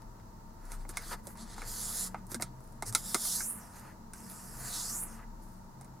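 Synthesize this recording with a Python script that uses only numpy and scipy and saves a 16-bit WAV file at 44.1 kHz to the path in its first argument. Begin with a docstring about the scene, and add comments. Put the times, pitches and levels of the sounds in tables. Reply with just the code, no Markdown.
"""Fingers press and smooth a folded sheet of paper on a cutting mat in a quiet room.
From the start a fan-like room rumble of filtered noise and far traffic of wandering sines lie underneath.
Skin and nail hiss along the crease at once: grainy noise, coloured by the air pocket under the fold.
From 0.65 s the buckling sheet snaps: short bursts ring a crack, a sheet thump and a mat knock.
From 2.3 s the heel of the hand bumps the table twice, as short low sine hums."""
import sys
import numpy as np
from scipy import signal
from scipy.fft import rfft, irfft
from scipy.io import wavfile

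SR = 44100
rng = np.random.default_rng(int(sys.argv[2]) if len(sys.argv) > 2 else 0)


def level_to_linear(level):
    """Convert decibel levels to linear amplitude factors, elementwise."""
    exponent = np.asarray(level, float) / 20
    return 10 ** exponent


def master_out(mix):
    """Clip the mix to full scale and print it as 16-bit PCM to the path in sys.argv[1]."""
    frames = np.transpose(np.atleast_2d(mix))
    ceiling = np.clip(frames, -1, 1)
    pcm = np.round(ceiling * 32767).astype(np.int16)
    wavfile.write(sys.argv[1], SR, pcm)


N = 264600   # 6 s

# how alike left and right are in the room sound: (frequency [Hz], likeness [clipped to 0..1])
ROOM_ALIKE = [(60, 0.91), (180, 1), (550, 0.18), (1650, -0.0087), (4970, -3.1), (15000, 0.051)]


def rms_one(x):
    """Scale to rms 1."""
    return x / np.sqrt(np.mean(x ** 2) + 1e-20)


def peak_one(x):
    """Scale to peak 1."""
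    return x / np.abs(x).max()


def onset_one(x):
    """Scale to rms 1 over the first 8 ms."""
    return x / np.sqrt(np.mean(x[:, :SR // 125] ** 2))


def in_time(rows):
    """Columns of a table after its time column, one value per sample."""
    s, *columns = np.transpose(rows)
    return [np.interp(np.arange(N) / SR, s, column) for column in columns]


def at_hz(points, hz):
    """Read a spectrum on a log-frequency axis."""
    point_hz, values = np.transpose(points)
    return np.interp(np.log(hz), np.log(point_hz), values)


def panned(x, pan_db):
    """Share a sound between the two channels, the left pan_db above the right."""
    return x * np.array([level_to_linear(pan_db / 2), level_to_linear(-pan_db / 2)]).reshape(2, -1)


def drift(rate_hz):
    """Slow random wander of rms 1: noise through two equal poles at rate_hz."""
    hop, settle = 40, 2000   # samples per slow value, slow values dropped
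    r = np.exp(-2 * np.pi * rate_hz * hop / SR)
    white = rng.standard_normal(N // hop + settle + 2)
    slow = signal.lfilter([1], [1, -2 * r, r * r], white)[settle:]
    return np.interp(np.arange(N) / hop, np.arange(len(slow)), rms_one(slow - slow.mean()))


def resonance(x, hz, width_hz):
    """Two-pole band-pass, gain about 1 on top."""
    r = np.exp(-np.pi * width_hz / SR)
    zeros = [(1 - r * r) / 2, 0, (r * r - 1) / 2]
    poles = [1, -2 * r * np.cos(2 * np.pi * hz / SR), r * r]
    return signal.lfilter(zeros, poles, x)


def rings(x, modes):
    """Resonances in parallel, signs alternating."""
    return sum(level_to_linear(db) * resonance(x, hz, width) * (-1) ** k for k, (hz, width, db) in enumerate(modes))


def stereo(pair, alike):
    """Left and right from two unrelated noises: one shared, one in opposite signs."""
    alike = np.clip(alike, 0, 1)
    shared = np.sqrt(1 + alike) * pair[0]
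    opposed = np.sqrt(1 - alike) * pair[1] * [[1], [-1]]
    return (shared + opposed) / np.sqrt(2)


def bands(white, spectrum, likeness, count):
    """Stereo noise bands spanning a spectrum, each with its centre and at its level."""
    edges = np.geomspace(spectrum[0][0], min(spectrum[-1][0], .45 * SR), count + 1)
    for k, (low, high) in enumerate(zip(edges, edges[1:])):
        hz = np.sqrt(low * high)
        band_pass = signal.butter(2, [low, high], "band", fs=SR, output="sos")
        pair = signal.sosfilt(band_pass, white[k % 2])   # neighbours use different noise
        yield hz, level_to_linear(at_hz(spectrum, hz)) * stereo(pair, at_hz(likeness, hz))


def droning(hz, width_hz):
    """Noise twice through a narrow resonance, rms 1 before it is spread in stereo."""
    pair = resonance(rng.standard_normal((2, N + SR)), hz, width_hz)
    settled = resonance(pair, hz, 2 * width_hz)[:, SR:]
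    return stereo(rms_one(settled), at_hz(ROOM_ALIKE, hz))


def room():
    """Broad room tone and recorder hiss, with narrow wavering resonances; two low ones swell with the rumble."""
    # colour of the room tone: (frequency [Hz], relative density [dB per Hz])
    tone_colour = [(20, -24), (45, -17), (70, -23), (100, -17), (160, -24.5), (260, -27), (500, -32.5),
                   (700, -31), (1150, -31.5), (1900, -45), (2800, -59), (5500, -42.5), (10000, -54),
                   (16000, -48.5)]
    # room resonances: (frequency [Hz], width [Hz], level [dB])
    drones = [(49.2, 10.6, -64), (118, 48, -64), (308.7, 53, -67.5), (637, 18, -73), (915, 68, -61)]
    # swelling of the rumble: (time [s], level [dB])
    swell = [(0.0, -62), (0.9, -60), (1.02, -57.5), (1.5, -53.5), (1.6, -57), (1.85, -56), (2.32, -53),
             (2.71, -58), (3.04, -53.5), (3.29, -55.5), (4.16, -56.5), (4.26, -54), (5.08, -55),
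             (5.48, -58), (5.7, -56), (6.0, -63.5)]
    white = rng.standard_normal((2, 2, N))
    tone = sum(band for hz, band in bands(white, tone_colour, ROOM_ALIKE, count=19))
    swell_db, = in_time(swell)
    low_pair = (droning(186.3, 8.4) + level_to_linear(-0.36) * droning(223.5, 10.1)) / np.sqrt(2)
    steady = sum(level_to_linear(db) * droning(hz, width) for hz, width, db in drones)
    return level_to_linear(-55) * rms_one(tone) + level_to_linear(swell_db) * low_pair + steady


def traffic():
    """A deep sine throb that wanders in pitch and level, and a far engine's firing tone as a gliding sine."""
    # deep throb, before its random level wander: (time [s], level [dB])
    throb_course = [(0.0, -57), (0.2, -52.5), (1.1, -47.5), (1.27, -66), (1.34, -57), (1.72, -48),
                    (1.99, -54), (2.07, -51.5), (3.41, -53), (3.51, -68), (4.13, -51), (4.36, -64),
                    (4.5, -55.5), (5.16, -53.5), (5.3, -43.5), (6.0, -66)]
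    # far engine, before its random level wander: (time [s], pitch [Hz], level [dB])
    engine_course = [(0, 118, -65), (1.9, 112, -62.5), (2.12, 108.8, -60.5), (2.3, 120, -50),
                     (2.55, 128, -54.5), (2.8, 130, -52.5), (3.1, 130, -63.5), (4.3, 128.6, -72),
                     (4.6, 129, -55), (5.2, 132, -65.5), (5.65, 133, -70), (5.8, 133, -52.5), (6, 132, -56)]
    throb_db, = in_time(throb_course)
    throb_hz = 28.7 + 5.3 / 2 * drift(2.62)
    throb = np.sin(np.cumsum(2 * np.pi * throb_hz / SR))
    throb = level_to_linear(throb_db + 3.4 * drift(3.4)) * throb
    engine_hz, engine_db = in_time(engine_course)
    engine = np.sin(np.cumsum(2 * np.pi * engine_hz / SR))
    engine = level_to_linear(engine_db) * engine * level_to_linear(2 * drift(4.4))
    return np.sqrt(2) * (panned(throb, 1.7) + engine)   # root 2 lifts each sine so that its rms equals the table's level


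def hands():
    """Strokes and brushes add up in power; sharpness and pocket length lean to whatever hisses most."""
    # long finger strokes, one curve each of how hard the skin hisses: (time [s], level [dB])
    strokes = [
        [(.955, -56), (.99, -52.5), (1.05, -49), (1.135, -44.5), (1.155, -72), (1.2, -66)],
        [(1.35, -73.5), (1.385, -54), (1.42, -50), (1.46, -61.5), (1.5, -55.5), (1.545, -52), (1.57, -100)],
        [(1.62, -63), (1.68, -42.5), (1.8, -39.5), (1.9, -39.5), (2.0, -36), (2.075, -42), (2.095, -59),
         (2.14, -72)],
        [(2.845, -68), (2.865, -41), (2.895, -40.5), (2.915, -60), (2.94, -44.5)],
        [(2.94, -54), (2.98, -41.5), (3.02, -49), (3.06, -41.5), (3.18, -40.5), (3.25, -34), (3.33, -32.5),
         (3.42, -36.5), (3.5, -36.5), (3.56, -47), (3.62, -57.5), (3.74, -64.5)],
        [(4.13, -70), (4.16, -55), (4.25, -55.5), (4.36, -50.5), (4.55, -52), (4.68, -42.5), (4.78, -59)],
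        [(4.6, -58), (4.69, -45), (4.76, -38), (4.85, -39), (4.95, -37), (5.03, -39), (5.08, -54.5),
         (5.15, -58.5), (5.24, -86)],
    ]
    # one row per stroke: (sheet flex level at full pressure [dB], fingertip sharpness [dB per octave],
    # pocket length [cm], time it starts to close [s], closing speed [cm per s])
    grips = [(-53, 0.5, 3.02, 1.2, 0.1), (-57.5, -4, 3.3, 2.4, 0.1), (-52.5, 4, 2.99, 1.62, 0.65),
             (-53.5, -0.5, 2.8, 2.5, 3), (-53.5, 4.5, 2.62, 3.3, 9), (-55.5, 7, 1.74, 4.1, 0.1),
             (-53.5, 1.3, 2.36, 4.77, 5.8)]
    # short brushes and scuffs: (peak time [s], time to fade by 10 dB [s], at least 3 ms is used,
    # hiss level [dB], sheet flex level [dB], sharpness [dB per octave])
    brushes = [(.02, -0.14, -60, -58, -1), (.2, -0.02, -66, -54, -3), (.67, 0.09, -64.5, -62, 3),
               (.725, 0.0462, -54, -54.5, 3), (.81, 0.04, -63.5, -64, 0), (.9, .02, -49.5, -53, 3.8),
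               (.94, .03, -60, -56, -1.5), (1.126, 0.0225, -44.5, -39, -3.5), (1.283, 0.06, -55, -60, 12),
               (1.602, 0.0848, -52, -53.5, -3.5), (2.18, 0.03, -70, -60.5, -3),
               (2.32, 0.0336, -46.5, -54, 7), (2.359, 0, -60, -47, 1.5), (2.414, 0.01, -43.5, -46.5, 6),
               (2.45, .04, -64, -61, -11), (2.66, 0.15, -71.5, -83, 17), (3.62, 0.11, -60, -58.5, 4),
               (3.768, 0.06, -55.5, -56, 4), (3.858, 0.08, -62, -55, 4), (4.31, .028, -49.5, -64, 12),
               (4.66, 0.2, -52.5, -53.5, 20), (5.1, 0.11, -60, -56.5, 6), (5.2, .06, -78, -56, 3),
               (5.43, .022, -62, -74, 9), (5.49, 0.14, -69, -79, 7), (5.83, -0.09, -68, -59, 9)]
    flex_follows = 0.41   # share of the pressure's dB swing that the sheet flex follows
    open_pocket_cm, shut_pocket_cm = 2.96, 0.9
    sharp_per_cm = 2.7   # friction brightens as the pocket shuts [dB per octave for each cm]
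    rise_share = 0.65   # a brush rises in this share of its fade time

    t = np.arange(0, N, 32) / SR
    silence_db = np.full(len(t), -90.0)
    touches = [(silence_db, silence_db, 5.0, open_pocket_cm)]
    for curve, (flex_db, sharp_db, pocket_cm, closes_s, cm_per_s) in zip(strokes, grips):
        s, db = np.transpose(curve)
        press_db = np.interp(t, s, db)
        off_db = -200 * ((t < s[0]) | (t > s[-1]))   # mute outside the stroke
        closed_cm = cm_per_s * np.maximum(t - closes_s, 0)
        length_cm = np.maximum(pocket_cm - closed_cm, shut_pocket_cm)
        bend_db = flex_db + flex_follows * (press_db - db.max())
        bright_db = sharp_db + sharp_per_cm * (pocket_cm - length_cm)
        touches.append((press_db + off_db, bend_db + off_db, bright_db, length_cm))
    for s, fade_s, hiss_db, flex_db, sharp_db in brushes:
        away_s = np.maximum(t - s, (s - t) / rise_share)
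        shape_db = -10 * (away_s / max(fade_s, .003)) ** 2
        touches.append((hiss_db + shape_db, flex_db + shape_db, sharp_db, open_pocket_cm))

    hiss = sum(level_to_linear(2 * h) for h, f, sharp, cm in touches)   # doubled dB gives power
    flex = sum(level_to_linear(2 * f) for h, f, sharp, cm in touches)
    sharp_db = sum(level_to_linear(2 * h) * sharp for h, f, sharp, cm in touches) / hiss
    mean_cm = sum(level_to_linear(2 * h) * cm for h, f, sharp, cm in touches) / hiss
    pocket_hz = 34300 / 4 / mean_cm   # quarter-wave pipe, sound at 34300 cm per s
    return in_time(np.transpose([t, np.sqrt(hiss), np.sqrt(flex), sharp_db, pocket_hz]))


def rub():
    """Dense fibre slips hiss; the pocket under the fold lifts its own pitch and cuts what lies below."""
    # friction colour as the microphone hears it: (frequency [Hz], relative density [dB per Hz])
    hiss_colour = [(3100, -18.5), (3600, -9.5), (4600, -4), (5700, -3), (7000, -0.8), (8500, -1.5),
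                   (10000, 1), (11500, -4.5), (13000, -1.5), (16000, -29)]
    # colour of the flexing sheet: (frequency [Hz], relative density [dB per Hz])
    flex_colour = [(300, 4.5), (600, 3.5), (900, 6), (1400, 8), (1800, 2.5), (2200, 0.5), (2700, -23)]
    # how alike left and right are: (frequency [Hz], likeness [0..1])
    rub_alike = [(300, 0.7), (1400, 0.85), (3100, 0.98), (6800, 0.85), (10000, 0.85), (15000, 0.19)]
    hiss_gain, flex_gain, sharp_db, pocket_hz = hands()
    grain = level_to_linear(1.47 * rng.exponential(1, N // 20 + 1)).repeat(20)[:N]   # uneven slips
    white = rng.standard_normal((2, 2, N)) * grain
    hiss, power = 0, 0
    for hz, band in bands(white, hiss_colour, rub_alike, count=15):
        u = (pocket_hz / hz) ** 2
        pocket = .15 + 1 / ((1 - u) ** 2 + u / 3.0)   # resonant high-pass twice, a little leaks past
        higher_modes_db = 2.2 * np.cos(2 * np.pi * (hz / pocket_hz - 1) / .65)
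        gain = level_to_linear(sharp_db * np.log2(hz / 9000)) * pocket * level_to_linear(higher_modes_db)
        hiss = hiss + gain * level_to_linear(1.8 * drift(10)) * band
        power = power + gain ** 2 * np.mean(band ** 2)
    flex = sum(band * level_to_linear(1.5 * drift(12)) for hz, band in bands(white, flex_colour, rub_alike, count=7))
    return hiss_gain * hiss / np.sqrt(power) + flex_gain * rms_one(flex)


def nearby(x):
    """Hands, table and stand send short scattered echoes that ripple the spectrum finely."""
    count, span_s = 10, .012
    taps = np.zeros(round(span_s * SR) + 1)
    lags = np.sort(rng.uniform(.08, 1, count))   # shares of the span
    signs = rng.choice([-1, 1], count)
    taps[(lags * span_s * SR).astype(int)] = level_to_linear(-16 - 2.6 * lags) * signs   # later ones are weaker
    taps[0] = 1   # direct sound
    return signal.fftconvolve(x, taps[None] / np.sqrt(np.sum(taps ** 2)))[:, :N]


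def snaps():
    """A crack, two quick bounces off the mat, then a crinkling tail; the sheet thumps and the mat knocks."""
    # paper snaps: (time [s], crack level [dB], sheet thump level [dB], thump pitch [Hz], mat knock level [dB])
    snap_list = [(0.6539, -42, -69, 965, -66), (0.7188, -30, -49.5, 1440, -67),
                 (0.851, -57, -51.5, 800, -52), (0.892, -28.5, -54.5, 1420, -49),
                 (0.971, -17.5, -35.5, 2180, -73), (1.2703, -27.5, -53, 740, -47),
                 (1.355, -47, -55, 917, -64), (1.3728, -39, -62, 875, -65), (1.5806, -37, -45, 835, -52.5),
                 (1.6187, -34, -44, 1180, -53), (2.145, -47, -36, 790, -60), (2.2677, -39, -97, 918, -75.5),
                 (2.3174, -25.5, -47, 605, -44.5), (2.3446, -19.5, -43.5, 1600, -40),
                 (2.3989, -41, -44.5, 710, -45.5), (2.4229, -15, -38.5, 1320, -42),
                 (2.6053, -49, -65, 890, -72), (2.64, -49, -73, 910, -73), (2.6755, -48, -68, 886, -73),
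                 (2.723, -46, -87, 934, -62), (2.7561, -56, -91, 689, -69), (2.824, -23, -36, 824, -43.5),
                 (2.9258, -26, -51, 990, -58), (2.9498, -6, -30.5, 1324, -40.5),
                 (3.1454, -8.5, -29, 1175, -32.5), (3.252, -20, -49, 970, -57),
                 (3.4058, -28, -40, 1610, -53), (3.7962, -38, -63, 896, -66), (4.135, -29, -53, 1560, -61),
                 (5.8114, -37.5, -54.5, 793, -61), (5.8463, -41.5, -60, 925, -57)]
    # treble ringing of a snap, before crispness: (frequency [Hz], width [Hz], relative level [dB])
    crack_modes = [(3600, 800, -9), (5300, 2400, -7), (8800, 2000, 0), (12500, 4500, -10)]
    # sheet ringing besides a snap's own thump: (frequency [Hz], width [Hz], relative level [dB])
    sheet_modes = [(765, 560, -6.5), (1310, 307, 2), (2126, 177, -1.5)]
    # mat ringing: (frequency [Hz], width [Hz], relative level [dB])
    mat_modes = [(206, 167, -4), (353, 120, 2), (413, 244, -3.5), (562, 170, -2)]
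    tail_t60_s = 0.069
    out, t = np.zeros((2, N)), np.arange(SR // 6) / SR
    soft = signal.butter(2, 3200, fs=SR, output="sos")
    for s, crack_db, thump_db, thump_hz, knock_db in snap_list:
        crisp_db = -0.3 - 0.19 * (thump_db + 50)   # dB per octave: the weaker the thump, the crisper
        noise, lags = rng.standard_normal((2, len(t))), rng.uniform(.9, 1.1, 2)
        burst = 0.077 * noise * level_to_linear(-60 * t / tail_t60_s)
        hits = [0, round(.0009 * lags[0] * SR), round(.0021 * lags[1] * SR)]   # crack and two bounces
        burst[:, hits] += [1, -.45, .25]
        tilted = [(hz, width, db + crisp_db * np.log2(hz / 8000)) for hz, width, db in crack_modes]
        crack = rings(burst, tilted)
        dull = signal.sosfilt(soft, burst)
        thump = level_to_linear(5.5) * resonance(dull, thump_hz, 123) + rings(dull, sheet_modes)
        knock = rings(dull, mat_modes)
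        both = level_to_linear(crack_db) * peak_one(crack) + level_to_linear(thump_db) * onset_one(thump)
        both += level_to_linear(knock_db) * onset_one(knock)
        alike = both[0] + 0.17 * (both[1] - both[0]) * [[1], [-1]]   # tails differ a little at the two ports
        at = round(s * SR)
        out[:, at:at + len(t)] += alike[:, :N - at]
    return out


def bumps():
    """A soft push makes the table top hum briefly: a low sine of ten to twenty swings under a rounded swell."""
    # heel of the hand settling on the table: (time [s], level [dB], pitch [Hz], length [s])
    pushes = [(2.855, -38, 112, .1), (2.33, -40, 232, .08)]
    out, t = 0, np.arange(N) / SR
    for s, db, hz, length in pushes:
        u = np.clip((t - s) / length, 0, 1)
        out = out + level_to_linear(db) * np.sin(np.pi * u) ** 2 * np.sin(2 * np.pi * hz * (t - s))
    return out


def scene():
    """All sources at the microphone; only the rubbing gets the short echoes."""
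    return room() + traffic() + nearby(rub()) + snaps() + bumps()


def band_limit(x):
    """A steep low-pass at the top of the band."""
    return signal.sosfilt(signal.butter(12, 16960, fs=SR, output="sos"), x)


def record(dry):
    """The two microphone ports differ in level and phase with frequency; the top rolls off steeply."""
    # level difference of the ports: (frequency [Hz], left minus right [dB])
    port_balance = [(60, 1), (400, 1.5), (950, 1.5), (2400, 1), (5000, -1.5), (8500, -1), (11000, -5.5),
                    (13000, -0.2), (15000, 5)]
    # phase difference of the ports: (frequency [Hz], lead of the left [rad])
    port_phase = [(300, -0.25), (1500, -0.02), (4200, 0.1), (10700, -0.49), (11800, 1.81), (12700, 2.51),
                  (13800, 1.11), (15800, 0.31)]
    hz = np.maximum(np.fft.rfftfreq(N, 1 / SR), 1)
    half = level_to_linear(at_hz(port_balance, hz) / 2) * np.exp(.5j * at_hz(port_phase, hz))
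    top = 1 / np.sqrt(1 + (hz / 16000) ** 40)
    mix = irfft(rfft(dry) * top * [half, 1 / half], N)   # each port takes half the difference
    return band_limit(mix)


dry = scene()
out = record(dry)
master_out(out)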